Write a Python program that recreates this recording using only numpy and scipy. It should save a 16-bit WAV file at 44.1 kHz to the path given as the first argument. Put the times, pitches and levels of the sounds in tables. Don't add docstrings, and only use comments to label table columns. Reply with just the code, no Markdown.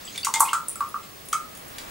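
import sys
import numpy as np
from scipy import signal
from scipy.fft import rfft, irfft, next_fast_len
from scipy.io import wavfile

SR = 44100
rng = np.random.default_rng(int(sys.argv[2]) if len(sys.argv) > 2 else 0)


def log_audio(samples):
    frames = np.atleast_2d(samples).T
    limited = np.clip(frames, -1, 1)
    pcm = np.round(limited * 32767).astype(np.int16)
    wavfile.write(sys.argv[1], SR, pcm)


N = 83790
TOP_HZ = 15950


def amp(db):
    return 10 ** (np.asarray(db) / 20)


def unit(x):
    return x / np.sqrt(np.mean(x ** 2) + 1e-20)


def along(points, hz):
    f, v = np.transpose(points)
    return np.interp(np.log(hz + 1), np.log(f + 1), v)


def level(points):
    times, levels = np.transpose(points)
    return amp(np.interp(np.arange(N) / SR, times, levels))


def filtered(x, response):
    m = next_fast_len(N + SR // 2)
    spectrum = rfft(x, m) * response(np.fft.rfftfreq(m, 1 / SR))
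    return irfft(spectrum, m)[..., :x.shape[-1]]


def add(track, s, sound):
    part = track[max(round(s * SR), 0):][:len(sound)]
    part += sound[:len(part)]


def stereo(mid, side):
    return np.array([mid + side, mid - side])


# (frequency [Hz], side gain relative to mid [dB])
NOISE_WIDTH = [(60, -13.5), (150, -6), (380, 1), (950, 3.5), (2380, 0), (5980, 1.5), (15000, -28.5)]


def air(colour):
    mid, side = filtered(rng.standard_normal((2, N)), lambda f: amp(along(colour, f)))
    side = filtered(side, lambda f: amp(along(NOISE_WIDTH, f)))
    return unit(stereo(mid, side))


# (frequency [Hz], relative density [dB per Hz])
HISS_COLOUR = [(15, -32), (25, -12.5), (43, -3.5), (212, 0), (416, -4), (641, -4.5), (988, -12.5),
               (1100, -3.5), (1400, -16), (1740, -9.5), (5730, -17), (10100, -15), (14800, -18),
               (16000, -11.5)]
HISS_DB = -44


def room_hiss():
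    return amp(HISS_DB) * air(HISS_COLOUR)


# (time [s], level [dB])
RUSTLE_LEVEL = [(0, -46), (.6, -59.5), (1.4, -54.5), (1.7, -45.5), (1.9, -41.5)]
# (frequency [Hz], relative level [dB])
RUSTLE_COLOUR = [(60, 0), (180, -8.5), (700, -7), (2000, -8), (5000, -25), (15000, -22)]


def rustle():
    return level(RUSTLE_LEVEL) * air(RUSTLE_COLOUR)


WHINE_HZ, WHINE_DB = 15625, -53


def electrical_whine():
    sine = np.sin(2 * np.pi * WHINE_HZ * np.arange(N) / SR)
    return amp(WHINE_DB) * np.sqrt(2) * sine


ECHO_DELAY = [4.31, 7.78, 12.28, 19.71, 24.22, 28.71, 32.98]
ECHO_LEVEL = [-4, -1.5, -4.5, -3.5, -14, -12.5, -7.5]
ECHO_DULL_HZ = 2950


def early_echoes(f):
    echoes = 0
    for ms, db in zip(ECHO_DELAY, ECHO_LEVEL):
        echoes = echoes + amp(db) * np.exp(-2j * np.pi * f * ms / 1000)
    return echoes / (1 + (f / ECHO_DULL_HZ) ** 2)


HOLLOW_PITCH = [861, 908, 981, 1110, 1157, 1224, 1268, 1303, 1356, 1410, 1568]
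# (peak gain [dB], time to fall 60 dB [s])
HOLLOW_DECAY = [(4, 0.29), (11.5, 0.5), (10, 0.44), (12, 0.26), (8.5, 0.18), (10.5, 0.29), (-23, 0.6),
                (-0.5, 0.14), (20, 0.26), (10.5, 0.27), (12.5, 0.067)]


def hollow(f):
    total = 0
    for hz, (db, t60) in zip(HOLLOW_PITCH, HOLLOW_DECAY):
        loss = 1j * f * np.log(1000) / np.pi / t60
        total = total + amp(db) * loss / (hz * hz - f * f + loss)
    return total


# (frequency [Hz], time to fall 60 dB [s])
TAIL_DECAY = [(300, 0.9), (1200, 0.34), (4000, .23), (9000, 0.22), (15000, 0.22)]


def diffuse(sound):
    hz, t, z = signal.stft(rng.standard_normal((2, SR // 4)), SR, nperseg=256)
    decay = amp(-60 * t / along(TAIL_DECAY, hz)[:, None])
    _, tail = signal.istft(z * decay, SR, nperseg=256)
    tail = tail / np.linalg.norm(tail[0])
    return signal.fftconvolve(sound[None], tail, axes=1)


# (frequency [Hz], gain [dB])
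TAIL_TONE = [(300, -20), (1100, -3), (1500, 4.5), (2500, -2.5), (8000, 1), (15000, -1)]
# (frequency [Hz], side gain relative to mid [dB])
TAIL_WIDTH = [(300, -1), (1100, -6.5), (2500, -5.5), (8000, -5.5), (14000, -13)]


def kitchen(events):
    direct, mid, side = np.zeros((3, N))
    for s, sound in events:
        tail_mid, tail_side = diffuse(sound)
        add(direct, s, sound)
        add(mid, s, tail_mid)
        add(side, s, tail_side)
    near = filtered(direct, lambda f: 1 + early_echoes(f) + hollow(f))
    mid = filtered(mid, lambda f: amp(along(TAIL_TONE, f)))
    side = filtered(side, lambda f: amp(along(TAIL_TONE, f) + along(TAIL_WIDTH, f)))
    return stereo(near + mid, side)


RISE_SHARE = 0.0067


def bubble(hz, cycles):
    t = np.arange(int(10 * cycles / hz * SR) + 2) / SR
    u = t * hz / cycles
    swell = u * np.exp(1 - u)
    return swell * np.sin(2 * np.pi * hz * t * (1 + RISE_SHARE * (u / 2 - 1)))


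# (time [s], level [dB])
FIZZ_LEVEL = [(0, -50.5), (.15, -48), (.33, -54), (.49, -48), (.6, -59), (.8, -58), (1.2, -59.5),
              (1.6, -59), (1.9, -54)]
FIZZ_PER_S, FIZZ_CYCLES = 1600, 1.54
FIZZ_HZ, FIZZ_LOW_HZ, FIZZ_SPREAD = 5930, 2460, 0.466
FIZZ_SCATTER_DB = 2


def fizz():
    out = np.zeros(N)
    for when, a, b in rng.random((int(FIZZ_PER_S * N / SR), 3)):
        hz = FIZZ_HZ * (a / (1 - a)) ** (FIZZ_SPREAD / 2)
        hz = np.clip(hz, FIZZ_LOW_HZ, TOP_HZ)
        boost_db = -FIZZ_SCATTER_DB * np.log(max(b, .02))
        add(out, when * N / SR, amp(boost_db) * bubble(hz, FIZZ_CYCLES))
    return unit(out) * level(FIZZ_LEVEL)


SMACK_RISE_MS, SPIKY = 0.38, 0.6


def crackle(length_ms, hz, octaves):
    ms = np.arange(SR // 20) / SR * 1000
    shape = (1 - np.exp(-ms / SMACK_RISE_MS)) * np.exp(-ms / length_ms)
    sign, size = rng.standard_normal((2, len(ms)))
    clicks = shape * sign * np.exp(SPIKY * size)
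    edges = hz * 2 ** (np.array([-.5, .5]) * octaves)
    edges = np.minimum(edges, [SR / 3, SR / 2 - 1000])
    band = signal.butter(2, edges, 'band', fs=SR, output='sos')
    burst = signal.sosfilt(band, clicks)
    return burst * np.linalg.norm(shape / shape.max()) / np.linalg.norm(burst)


# (time [s], decay length [ms], spray level [dB], spray centre [Hz],
# spray width [octaves], squelch level [dB])
FILM_TEARS = [(.159, 2.4, -38, 8000, 1.2, -35), (0.177, 2, -30.5, 9300, 0.37, -32.5),
              (0.2471, 4.9, -21, 8040, 0.83, -28.5), (.3388, 2.8, -17.5, 7100, .6, -23.5),
              (.357, 2.4, -27, 6400, 1.05, -30), (0.3969, 4, -23, 9700, 1.1, -41),
              (0.4044, 2.66, -10.5, 8820, 0.64, -34), (0.453, 13, -51, 6000, 1.5, -40.5),
              (.484, 4.6, -53, 5900, 1, -38.5), (.514, 2, -51, 8000, 1, -49),
              (0.531, 4.4, -24, 7820, 0.43, -29), (.6835, 1.8, -26.5, 9610, 0.75, -66),
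              (.756, 1.7, -33.5, 9600, 0.54, -43), (0.805, 2.3, -37.5, 8200, 1.8, -40),
              (.887, 2.6, -41.5, 10400, 0.25, -71), (1.029, 24, -52.5, 8200, 0.34, -51),
              (1.2545, 2, -41.5, 11100, .5, -66), (1.286, 2, -40, 7850, 1.2, -51),
              (1.3283, 3.9, -24, 8100, 0.84, -29), (1.5506, 3.2, -40.5, 8850, 0.58, -49),
              (1.574, 2.4, -40, 9200, .7, -50), (1.681, 1.9, -41, 9100, .5, -58),
              (1.783, 3.5, -33.5, 5830, 1.2, -35)]
SHEEN_DB, SHEEN_HZ, SHEEN_OCTAVES = -12.5, 13000, .45
SQUELCH_HZ, SQUELCH_OCTAVES = 3110, 1.47


def smacks():
    out = []
    for s, ms, spray_db, hz, octaves, squelch_db in FILM_TEARS:
        sheen = amp(SHEEN_DB) * crackle(ms, SHEEN_HZ, SHEEN_OCTAVES)
        spray = amp(spray_db) * (crackle(ms, hz, octaves) + sheen)
        squelch = amp(squelch_db) * crackle(ms, SQUELCH_HZ, SQUELCH_OCTAVES)
        out.append((s, spray + squelch))
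    return out


# (time [s], pitch [Hz], peak level [dB], swell [cycles])
AIR_POCKETS = [(.051, 7780, -35, 18), (0.077, 3210, -30.5, 2.7), (.077, 4730, -37, 8.4),
               (.1255, 6540, -39, 11), (.152, 2280, -36, 2.8), (0.178, 3514, -25.5, 6.6),
               (0.2312, 4610, -24.5, 5.5), (0.235, 2770, -29.5, 3.3), (.2478, 8670, -21, 7.1),
               (0.246, 5634, -26, 8.6), (0.2693, 1030, -18.5, 1.26), (.339, 2114, -25, 10.6),
               (.339, 940, -25.5, 1.35), (.3392, 3600, -24.5, 6.3), (0.346, 1240, -36, 3),
               (.361, 910, -25, 1.64), (0.405, 1017, -9, 1.41), (.428, 868, -22, 2.1),
               (0.4504, 2492, -35.5, 7.1), (.4754, 2150, -33, 5.9), (0.487, 2740, -25.5, 3.5),
               (0.4918, 3060, -25.5, 1.9), (0.5308, 1260, -15.5, 1.74), (0.6827, 8970, -20, 12),
               (0.685, 9900, -18.5, 6), (0.757, 1280, -39.5, 2.3), (.757, 7810, -32.5, 13),
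               (.8060, 1155, -19.5, 2.05), (0.9422, 1202, -24.5, 2.1), (1.286, 9750, -34, 15),
               (1.3300, 1254, -18, 3.95), (1.332, 2210, -32, 3.2)]
PLOP_LOW_HZ = 755


def plops():
    low_cut = signal.butter(4, PLOP_LOW_HZ, 'high', fs=SR, output='sos')
    out = []
    for s, hz, db, cycles in AIR_POCKETS:
        out.append((s, amp(db) * signal.sosfilt(low_cut, bubble(hz, cycles))))
    return out


def scene():
    background = room_hiss() + rustle() + electrical_whine()
    pour = [(0.0027, fizz())] + smacks() + plops()
    return background + kitchen(pour)


def record(dry):
    return filtered(dry, lambda hz: hz < TOP_HZ)


dry = scene()
out = record(dry)
log_audio(out)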